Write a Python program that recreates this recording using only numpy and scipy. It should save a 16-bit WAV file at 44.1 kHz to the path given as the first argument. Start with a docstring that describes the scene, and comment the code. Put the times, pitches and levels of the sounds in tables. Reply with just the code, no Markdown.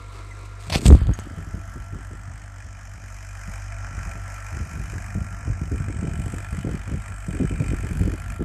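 """A three-cylinder diesel tractor drags a tiller across an open field, heard from behind.
The exhaust hums on low multiples of the firing rate; each firing adds noise bursts and rings sheet metal.
Gear mesh whines in step with the engine. Close to the hand-held microphone, a hand rubs and bumps the case
early on, small parts tick and chink, a short squeak falls; soft broadband noise fills the opening second.
Wind presses on the port as lumpy low noise, and each puff opens with a slap of the diaphragm."""
import sys
import numpy as np
from scipy import signal
from scipy.fft import rfft, irfft, next_fast_len
from scipy.io import wavfile
from scipy.ndimage import uniform_filter1d

SR = 44100
rng = np.random.default_rng(int(sys.argv[2]) if len(sys.argv) > 2 else 0)


def unload_wav(signal):
    """Save mono or channel-first audio to the path in sys.argv[1] as 16-bit WAV at rate SR, clipped to [-1, 1]."""
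    wavfile.write(
        sys.argv[1],
        SR,
        np.round(np.clip(np.atleast_2d(signal).T, -1, 1) * 32767).astype(np.int16),
    )


N = 372204
TIME = np.arange(N) / SR

# puffs of wind at the port, levels before the zone offsets:
# (time [s], buffet level [dB], deep rumble level [dB], flutter level [dB], hold [s])
PUFFS = [(1.185, -34.5, -35.5, -50, 0.021), (1.249, -43, -45, -42, 0.027), (1.304, -34, -33.5, -43, 0.03),
         (1.37, -31, -34, -46, 0.041), (1.463, -34, -44, -46, 0.028), (1.535, -28, -30.5, -42.5, 0.028),
         (1.751, -33, -40, -38.5, 0.013), (1.794, -50, -31.5, -55, 0.012), (1.921, -32, -32.5, -41, 0.047),
         (1.948, -30, -34, -39.5, 0.02), (2.101, -31.5, -34, -44, 0.028), (2.264, -61, -36, -69, 0.07),
         (2.639, -45, -35.5, -50.5, 0.013), (2.941, -47, -39, -62, 0.015), (3.025, -43, -50, -56, 0.014),
         (3.475, -40, -33.5, -62, 0.021), (4.145, -33.5, -52, -46.5, 0.024), (4.52, -48, -29, -42.5, 0.043),
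         (4.594, -26, -24.5, -39, 0.023), (4.732, -34.5, -38, -53, 0.049), (4.79, -27.5, -29, -41, 0.023),
         (4.927, -24, -29, -39.5, 0.025), (5.145, -24.5, -27.5, -45, 0.073), (5.302, -35, -37, -63, 0.03),
         (5.45, -33, -26.5, -38, 0.054), (5.491, -21.5, -20.5, -43, 0.012), (5.607, -26.5, -27, -46, 0.013),
         (5.71, -22, -23, -29.5, 0.033), (5.795, -22.5, -44, -46, 0.018), (5.875, -19.5, -31, -30, 0.019),
         (5.953, -25.5, -41, -47, 0.03), (6.02, -20.5, -39, -32.5, 0.056), (6.12, -30.5, -38, -52, 0.03),
         (6.182, -25, -33, -50, 0.045), (6.255, -26.5, -26.5, -38, 0.021),
         (6.328, -24.5, -24.5, -33, 0.026), (6.519, -24.5, -25.5, -38, 0.018),
         (6.575, -28.5, -37, -53, 0.03), (6.64, -22, -26.5, -32, 0.067), (6.733, -25, -34, -38, 0.017),
         (6.871, -26, -29, -36.5, 0.059), (6.927, -22, -26.5, -37, 0.014), (6.965, -32.5, -30, -56, 0.02),
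         (7.081, -32, -32.5, -41.5, 0.031), (7.275, -22.5, -29.5, -35.5, 0.025),
         (7.33, -25, -25, -28.5, 0.026), (7.394, -16.5, -40, -25.5, 0.03), (7.434, -22, -25.5, -49, 0.02),
         (7.503, -22, -40, -35.5, 0.09), (7.599, -17, -41, -26, 0.017), (7.681, -21, -26, -31.5, 0.051),
         (7.833, -22.5, -26, -30, 0.022), (7.901, -21, -26, -40.5, 0.09), (7.999, -16.5, -19, -29.5, 0.063),
         (8.096, -28.5, -29, -37, 0.042), (8.256, -52, -45, -63, 0.023), (8.279, -39, -31, -54, 0.016),
         (8.388, -24.5, -28, -27.5, 0.025)]


def amp(db):
    """Decibels to gain."""
    return 10 ** (np.asarray(db) / 20)


def rms_one(x):
    """Scale to unit rms."""
    return x / np.sqrt(np.mean(x ** 2) + 1e-20)


def in_time(rows):
    """Each column of a table after the time, interpolated sample by sample."""
    times, *columns = np.transpose(rows)
    return [np.interp(TIME, times, column) for column in columns]


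def coloured(points):
    """Noise of rms 1 shaped by (frequency [Hz], level [dB per Hz]) points."""
    hz, level_db = np.transpose(points)
    size = next_fast_len(N)
    log_hz = np.log(np.maximum(np.arange(size // 2 + 1) * SR / size, 1))
    gain = amp(np.interp(log_hz, np.log(hz), level_db))
    white = rfft(rng.standard_normal(size))
    return rms_one(irfft(white * gain, size)[:N])


def band(x, low_hz, high_hz, order=3):
    """Band-pass."""
    sos = signal.butter(order, [low_hz, high_hz], "band", fs=SR, output="sos")
    return signal.sosfilt(sos, x)


def drift(rate_hz):
    """Slow random wander of rms 1: noise through two equal low-pass poles."""
    step = 20   # samples between the computed points
    pole = np.exp(-2 * np.pi * step * rate_hz / SR)
    white = rng.standard_normal(N // step + 4002)
    slow = signal.lfilter([1], [1, -2 * pole, pole * pole], white)[4000:]   # settled part
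    return np.interp(np.arange(N) / step, np.arange(len(slow)), rms_one(slow))


def ring(at_s, gain, hz, t60_s):
    """A decaying sine from each strike, by a two-pole resonator."""
    strikes = np.full(N, 1e-18)
    strikes[np.minimum(np.atleast_1d(at_s) * SR, N - 1).astype(int)] = gain
    radius, angle = amp(-60 / (t60_s * SR)), 2 * np.pi * hz / SR
    poles = [1, -2 * radius * np.cos(angle), radius * radius]
    return signal.lfilter([0, np.sin(angle)], poles, strikes)


def swell(start_s, length_s, edge_s, release=0.87):
    """A straight rise over edge_s, then from length_s an exponential fall of release * edge_s."""
    rise = np.clip((TIME - start_s) / edge_s, 0, 1)
    return rise * np.exp(-np.maximum(TIME - start_s - length_s, 0) / (release * edge_s))


def swings(events):
    """Damped diaphragm swings from (time [s], level [dB], frequency [Hz], t60 [s]), out and in by turns."""
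    out, after = np.zeros(N + SR), np.arange(SR // 4) / SR
    for k, (at_s, db, hz, t60_s) in enumerate(events):
        first = int(at_s * SR)
        swing = amp(db - 60 * after / t60_s) * np.sin(2 * np.pi * hz * after)
        out[first:first + len(after)] += (-1) ** k * swing
    return out[:N]


def evened(x, span_s, share):
    """Take a share of the chance swings out of a noise level."""
    level = np.sqrt(uniform_filter1d(x ** 2, int(span_s * SR)) + 1e-12)
    return x / level ** share


def exhaust(firings):
    """Clean low multiples of the firing rate, a little behind the knock."""
    # exhaust hum: (time [s], first order level [dB], second order level [dB])
    hum = [(0, -39, -42), (.6, -40, -39.5), (1.6, -38, -39.5), (2.6, -42.5, -42), (3.2, -39, -42),
           (3.8, -34.5, -35.5), (4.4, -36.5, -38.5), (5.4, -39, -37.5), (6.5, -38.5, -36.5),
           (7.5, -33.5, -41.5), (8.44, -38, -38.5)]
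    # higher orders of the hum: (multiple of the firing rate, level to the second order [dB])
    hum_orders = [(3, -24.5), (4, -30), (5, -26.5), (6, -25), (14, -23)]
    first_db, second_db = in_time(hum)
    angle = 2 * np.pi * (firings - .22 + .02 * drift(10))
    first = amp(first_db + 0.49 * drift(26.0)) * np.cos(angle + np.pi / 6)
    second_and_up = np.cos(2 * angle)
    for multiple, level_db in hum_orders:
        second_and_up = second_and_up + amp(3 * drift(5) + level_db) * np.cos(int(multiple) * angle)
    return np.sqrt(2) * (first + amp(second_db + 0.15 * drift(7.8)) * second_and_up)


def clatter(firings):
    """Every firing lets a noise burst through each zone, over a steady churn, and rings the panels."""
    # engine noise as load and the air path change, before the zone offsets:
    # (time [s], clatter [dB], hiss [dB], upper hiss [dB], level in the dip between them [dB])
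    engine_noise = [(0, -52.5, -60.5, -58.5, -61.5), (.65, -51.5, -58, -63, -78),
                    (1.02, -45, -68, -61, -54), (1.25, -45.5, -56.5, -59.5, -59),
                    (1.57, -45, -53.5, -61.5, -64), (2.21, -48.5, -59, -61.5, -66),
                    (2.82, -48.5, -55.5, -63, -66.5), (3.2, -47, -51.5, -59, -65),
                    (3.48, -43.5, -49.5, -56, -64.5), (3.8, -42.5, -50.5, -57.5, -66),
                    (4.2, -42.5, -50.5, -56.5, -64.5), (4.9, -43, -49.5, -55.5, -63.5),
                    (5.5, -45, -53, -58.5, -73), (5.9, -45.5, -55.5, -55, -66), (6.3, -44.5, -57, -53, -60),
                    (6.8, -44, -55, -57.5, -59.5), (7.17, -45.5, -58, -54, -65),
                    (7.57, -45.5, -56, -53, -63.5), (8.1, -45, -56.5, -60.5, -59),
                    (8.44, -48.5, -63, -65, -63.5)]
    # highest octave of the engine noise: (time [s], level [dB])
    top_octave = [(0, -68), (.6, -72), (1.15, -65), (1.6, -64), (2.3, -71), (2.7, -72), (3.45, -60.5),
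                  (3.83, -68), (4.1, -62.5), (5.1, -61), (5.55, -69.5), (5.7, -64), (6, -72), (6.25, -62.5),
                  (7.03, -66), (7.25, -63), (7.6, -66), (8, -60), (8.44, -66)]
    # bonnet noise, which also drives the panels: (time [s], level [dB])
    bonnet = [(0, -58), (.6, -57.5), (1.15, -55), (2.2, -58), (2.7, -57), (3.5, -49.5), (4.3, -49),
              (4.86, -46.5), (5.3, -52), (6.5, -51), (7.2, -50.5), (7.57, -46.5), (7.9, -50.5), (8.44, -57)]
    # noise zones: (low edge [Hz], high edge [Hz], level to the one it follows [dB],
    # burst over the steady part before each firing's strength [dB], three burst time constants [ms])
    zones = [(215, 1257, -7, -0.5, 7.8), (1107, 1923, -1.53, 4.5, 3.3), (2074, 2724, -0.75, 6.5, 6.1),
             (3010, 4170, -0.5, 6, 1.6), (4320, 4840, -6.5, 6, 3.2), (4890, 6960, -2, 10, 3.9),
             (7520, 8590, 0.5, 15.5, 4.4), (9200, 22000, 1.1, 16, 3.5)]
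    # level followed by each zone: (0-3 engine noise columns, 4 highest octave, 5 bonnet)
    zone_follows = [0, 0, 5, 3, 3, 1, 2, 4]
    # spectrum of the engine noise: (frequency [Hz], level [dB per Hz])
    engine_tone = [(260, -75), (450, -11), (661, 1.5), (1060, -5.5), (1330, -1), (2130, -8), (2400, 2),
                   (2700, -16.5), (3040, -15.5), (4030, -34), (4960, -33), (6470, -30), (9650, -31),
                   (12400, -35.5), (15500, -67)]
    # how hard the firings stand out of the churn: (time [s], level [dB])
    knock = [(0, -12), (1.1, -11), (2.5, -6.1), (4.2, -8.5), (5.6, -6.5), (6.2, -2.5), (7.2, -5), (8.44, 0)]
    # uneven knock of the three cylinders: (level [dB] of each)
    cylinder_levels = [1.5, 0.9, -1]
    # sheet-metal panels: (frequency [Hz], level to the bonnet zone [dB], t60 [s])
    panels = [(1666, 10, 0.025), (2060, 2, 0.034), (2430, 5.5, 0.03), (3000, -1, 0.034),
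              (3744, -13.5, 0.044), (4460, -10, 0.022)]
    hiss_above_hz, hiss_uneven = 4500, 0.67   # hiss keeps this share of the cylinders' unevenness

    count = np.floor(firings + .18 + 0.017 * drift(30)).astype(int)
    fired = np.flatnonzero(np.diff(np.maximum.accumulate(count))) + 1   # sample of each firing
    chance = rng.standard_normal((len(fired), 1 + len(zones) + len(panels)))
    cylinder_db = np.take(cylinder_levels, count[fired] % 3)
    blow_db = in_time(knock)[0][fired] + 1.4 * chance[:, 0]
    shared_flicker = amp(.9 * drift(7))   # slow random flicker shared by all noise zones
    noise, out = coloured(engine_tone), 0
    followed_db = np.array(in_time(engine_noise) + in_time(top_octave) + in_time(bonnet))
    levels_db = followed_db[zone_follows] + np.array(zones)[:, 2:3]

    for k, (low_hz, high_hz, _, burst_db, decay_ms) in enumerate(zones):
        uneven = hiss_uneven if low_hz > hiss_above_hz else 1
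        kicks = np.zeros(N)
        kicks[fired] = amp(burst_db + blow_db + cylinder_db * uneven + 0.99 * chance[:, k + 1])
        pole = np.exp(-3000 / (decay_ms * SR))
        peak_one = np.e ** 2 / 2 * (1 - pole) ** 2   # a burst peaks near the height of its kick
        burst = signal.lfilter([peak_one], np.poly([pole, pole, pole]), kicks)
        flicker = shared_flicker * amp(.9 * drift(9))
        zone_noise = band(noise, low_hz, high_hz) * (1 + burst) * flicker
        out = out + amp(levels_db[k]) * rms_one(zone_noise)

    for k, (hz, panel_db, t60_s) in enumerate(panels):
        strike = amp(levels_db[2][fired] + blow_db + cylinder_db + panel_db)   # zone 2 is the bonnet
        strike = strike * (1 + 1.26 * chance[:, -1 - k])
        out = out + ring(fired / SR + 0.002563, strike, hz, t60_s)
    return out


def whine(firings):
    """Gear teeth meshing in step with the engine: a wavering line with a faint half-pitch partner."""
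    # gear whine before its flicker: (time [s], level [dB])
    whine_levels = [(0, -57), (.45, -57.5), (1.1, -58.5), (1.9, -53), (2.3, -60), (3.2, -61.5), (3.8, -52),
                    (4.5, -50.5), (4.8, -49.5), (5, -63), (5.2, -50), (5.8, -57.5), (6.55, -51),
                    (6.8, -59.5), (7.15, -50.5), (7.42, -55), (7.7, -49.5), (8, -56.5), (8.44, -51.5)]
    teeth_per_firing, wobble_hz, flicker_db = 28, 3.73, 1.5
    wobble = np.cumsum(wobble_hz * drift(3.5)) / SR
    angle = 2 * np.pi * (teeth_per_firing * firings + wobble)
    level_db = in_time(whine_levels)[0] + flicker_db * drift(2.8)
    return np.sqrt(2) * amp(level_db) * (np.sin(angle) + amp(-12.0) * np.sin(angle / 2))


def hand():
    """Skin rubs the case in grainy strokes, bumps push the diaphragm, loose parts tick, chink and squeak."""
    # strokes of the hand: (time [s], length [s], level [dB], share of the thin bright rub [0-1])
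    rubs = [(0.117, 0.077, -53, 0.3), (0.446, 0.011, -44.5, 0.39), (0.594, 0.15, -48, 0.47),
            (0.696, 0.0091, -34, 0.1), (0.717, 0.042, -24.5, 0.08), (0.749, 0.04, -33, 0.4),
            (0.802, 0.062, -38.5, 0.59), (0.849, 0.016, -23, 0.43), (0.871, 0.012, -28.5, 0.9),
            (0.909, 0.042, -46, 0.58), (0.946, 0.044, -45.5, 0.38)]
    # spectrum of the full rub: (frequency [Hz], level [dB per Hz])
    rub_tone = [(290, -27), (500, -1), (769, -3.5), (914, -3.5), (1530, -13), (2570, -2), (2890, -8.5),
                (4500, -5.5), (7240, -21), (11800, -25), (15500, -48)]
    # spectrum of the thin bright rub: (frequency [Hz], level [dB per Hz])
    thin_rub_tone = [(880, -49), (1500, -12), (2640, -14), (3090, -14), (5560, -12.5), (8290, -3.5),
                     (10300, -20.5), (13800, -22), (15500, -44)]
    # bumps on the case: (time [s], level before the mode levels [dB], extra for the upper modes [dB])
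    bumps = [(0.697, -33.5, 12), (0.722, -15, -12), (0.758, -18, 10.5), (.857, -5, 0), (0.884, -4, -16),
             (.904, -2, 2), (0.925, 5.5, -13), (0.95, -8.5, 3), (1.016, -6, -38), (1.069, -23, 0),
             (1.093, -8.5, -4.5)]
    # swings of the bumped case: (frequency [Hz], level [dB], t60 [s])
    case_modes = [(61, 5.5, 0.059), (133, 7, 0.012), (390, -13, 0.0065)]
    # small clicks: (time [s], level [dB])
    tick_rows = [(0.626, -37), (0.638, -37), (0.9089, -24), (0.929, -32), (1.035, -38), (1.07, -30.5),
                 (1.0889, -47)]
    # strikes of a small metal part, before the mode levels: (time [s], level [dB])
    chink_rows = [(1.137, -36), (1.174, -53), (1.1967, -37.5)]
    # ringing of the metal part: (frequency [Hz], level [dB], t60 [s])
    chink_modes = [(5787, -19, 0.17), (6245, -7, 0.074), (6600, 0, 0.059), (7740, -1, 0.035),
                   (7600, -21, 0.25), (9300, -10, 0.046), (11040, -21, 0.035)]
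    # one short falling squeak: (time [s], length [s], starting pitch [Hz], level [dB])
    squeak_row = (.308, .017, 2090, -41)

    full, thin = coloured(rub_tone), coloured(thin_rub_tone)
    grain = amp(4 * drift(150))
    strokes = 0
    for start_s, length_s, db, share in rubs:
        skin = (1 - share) * full + share * thin
        strokes = strokes + amp(db) * swell(start_s, length_s, 0.0082) * grain * skin

    pushes = 0
    for k, (hz, mode_db, t60_s) in enumerate(case_modes):
        events = [(at_s, db + mode_db + upper_db * (k > 0), hz, t60_s) for at_s, db, upper_db in bumps]
        pushes = pushes + swings(events)

    at_s, tick_db = np.transpose(tick_rows)
    ticks = ring(at_s, amp(tick_db), 3650, 0.0034) + ring(at_s, amp(tick_db - 1), 6700, 0.0022)

    at_s, chink_db = np.transpose(chink_rows)
    chinks = 0
    for hz, mode_db, t60_s in chink_modes:
        strike_db = chink_db + mode_db - 4 + rng.normal(0, 2.5, len(at_s))
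        chinks = chinks + ring(at_s, amp(strike_db), hz, t60_s)

    start_s, length_s, hz, db = squeak_row
    after = TIME - start_s
    angle = 2 * np.pi * hz * after * (1 - 1.2 * np.clip(after, 0, .05))
    squeak = amp(db) * swell(start_s, length_s, .003) * (np.sin(angle) + amp(-17) * np.sin(3 * angle))
    return strokes + band(pushes, 51, 2100, order=1) + ticks + chinks + squeak


def opening_noise():
    """Soft broadband noise in the opening second, flickering slightly, then fading out."""
    # opening noise before its flicker: (time [s], level [dB])
    opening_levels = [(0.0, -49.5), (0.666, -50.5), (0.8, -65), (0.86, -43), (1.3, -68), (1.6, -90)]
    # spectrum of the opening noise: (frequency [Hz], level [dB per Hz])
    opening_tone = [(200, -25), (300, 0.5), (500, 1), (700, -13), (791, -30), (950, 1.5), (1390, 2.5),
                    (1510, -25), (1860, -20), (2080, -2.5), (3150, -18), (3830, -11), (7050, -27),
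                    (8370, -21), (13000, -43)]
    flicker_db = 1.5
    level_db = in_time(opening_levels)[0] + flicker_db * drift(10)
    return amp(level_db) * coloured(opening_tone)


def wind():
    """Eddies press on the port in shared lumps: breeze, puffs and the shaking grip add their power."""
    # steady wind on the port, before the zone offsets: (time [s], level [dB])
    breeze = [(0, -59.5), (1.1, -73), (1.17, -48), (2.63, -55.5), (3.74, -56.5), (3.98, -41), (4.49, -60),
              (4.71, -41), (5.22, -49.5), (5.93, -38.5), (6.19, -37), (6.37, -47.5), (6.88, -46),
              (7.18, -58), (7.53, -34.5), (8.44, -45)]
    # the moving hand shakes the case: (time [s], deep rumble [dB], buffet [dB], flutter [dB])
    grip = [(0.67, -35, -58, -52), (0.712, -25, -29.5, -36), (0.764, -28, -24, -31), (0.818, -53, -45, -33),
            (0.868, -16, -12, -28), (0.93, -6, -12.5, -10.5), (1.0, -27, -36, -52),
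            (1.11, -14.5, -25.5, -23), (1.168, -56, -49, -61), (1.19, -40, -33, -31)]
    # wind zones, deep rumble to flutter: (low edge [Hz], high edge [Hz], lumpiness [dB],
    # level to the breeze [dB], level to the puff column [dB])
    gusts = [(33.8, 106.4, 2, 10, 1), (112, 214.5, 4, 3.5, -3.5), (221.5, 705, 5.5, -6, 3.5)]
    attack_s, release_s = 0.0065, 0.024   # of a puff's amplitude

    noise = coloured([(20, 1.0), (120, 11.5), (280, -2), (450, -17), (900, -35), (3000, -39)])
    lumps, out = drift(85.5), 0
    [breeze_db] = in_time(breeze)
    held = (TIME > grip[0][0]) & (TIME < grip[-1][0])
    puff_powers = np.array([swell(at_s, hold_s + attack_s, attack_s, release_s / attack_s) ** 2
                            for at_s, *_, hold_s in PUFFS])
    _, buffet_db, deep_db, flutter_db, _ = np.transpose(PUFFS)
    for puff_db, grip_db, zone in zip([deep_db, buffet_db, flutter_db], in_time(grip), gusts):
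        low_hz, high_hz, lump_db, calm_db, share_db = zone
        power = amp(breeze_db + calm_db) ** 2
        power = power + amp(puff_db + share_db) ** 2 @ puff_powers
        power = power + held * amp(grip_db) ** 2
        eddies = evened(band(noise, low_hz, high_hz, order=2), 0.0349, 0.9)
        out = out + np.sqrt(power) * rms_one(eddies * amp(lump_db * lumps))
    return out


def slaps():
    """Each puff opens by swinging the diaphragm in a quickly damped slap of random pitch."""
    lag_s, over_puff_db = 0.00822, 10   # to the puff's start and buffet level
    low_hz, high_hz, cycles = 89, 177, 3.54   # pitch range, and cycles in a 60 dB decay
    pitch_hz = low_hz * (high_hz / low_hz) ** rng.random(len(PUFFS))
    events = [(at_s + lag_s, buffet_db + over_puff_db, hz, cycles / hz)
              for (at_s, buffet_db, *_), hz in zip(PUFFS, pitch_hz)]
    return band(swings(events), 63, 630, order=1)


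def scene():
    """Tractor far off, hand and wind close to the microphone."""
    # engine speed: (time [s], firing rate [firings per s])
    speed = [(0.0, 48.92), (0.22, 48.46), (0.45, 49.41), (0.95, 47.98), (1.5, 47.67), (1.85, 48.32),
             (2.1, 48.47), (2.4, 49.13), (2.7, 47.94), (3.3, 48.24), (3.55, 48.53), (3.95, 48.67),
             (4.28, 48.29), (4.45, 48.39), (4.9, 48.46), (5.15, 49.53), (5.5, 48.47), (5.65, 48.5),
             (5.95, 47.74), (6.55, 48.64), (6.75, 48.81), (7.05, 49.08), (7.45, 47.62), (7.7, 48.41),
             (8.0, 48.08), (8.28, 49.31), (8.44, 48.49)]
    firings = -.15 + np.cumsum(in_time(speed)[0]) / SR   # running count, from just before a firing
    tractor = exhaust(firings) + clatter(firings) + whine(firings)
    return (tractor + hand() + opening_noise() + wind() + slaps())[None, :]


def record(dry):
    """The microphone chain cuts the deepest bass, clips at full scale, then cuts the top."""
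    bass_cut = signal.butter(3, 36, "high", fs=SR, output="sos")
    clipped = np.clip(signal.sosfilt(bass_cut, dry), -1, 1)
    top_cut = signal.cheby2(12, 70, 15900, fs=SR, output="sos")   # 70 dB down from 15.9 kHz
    return signal.sosfilt(top_cut, clipped)


dry = scene()
out = record(dry)
unload_wav(out)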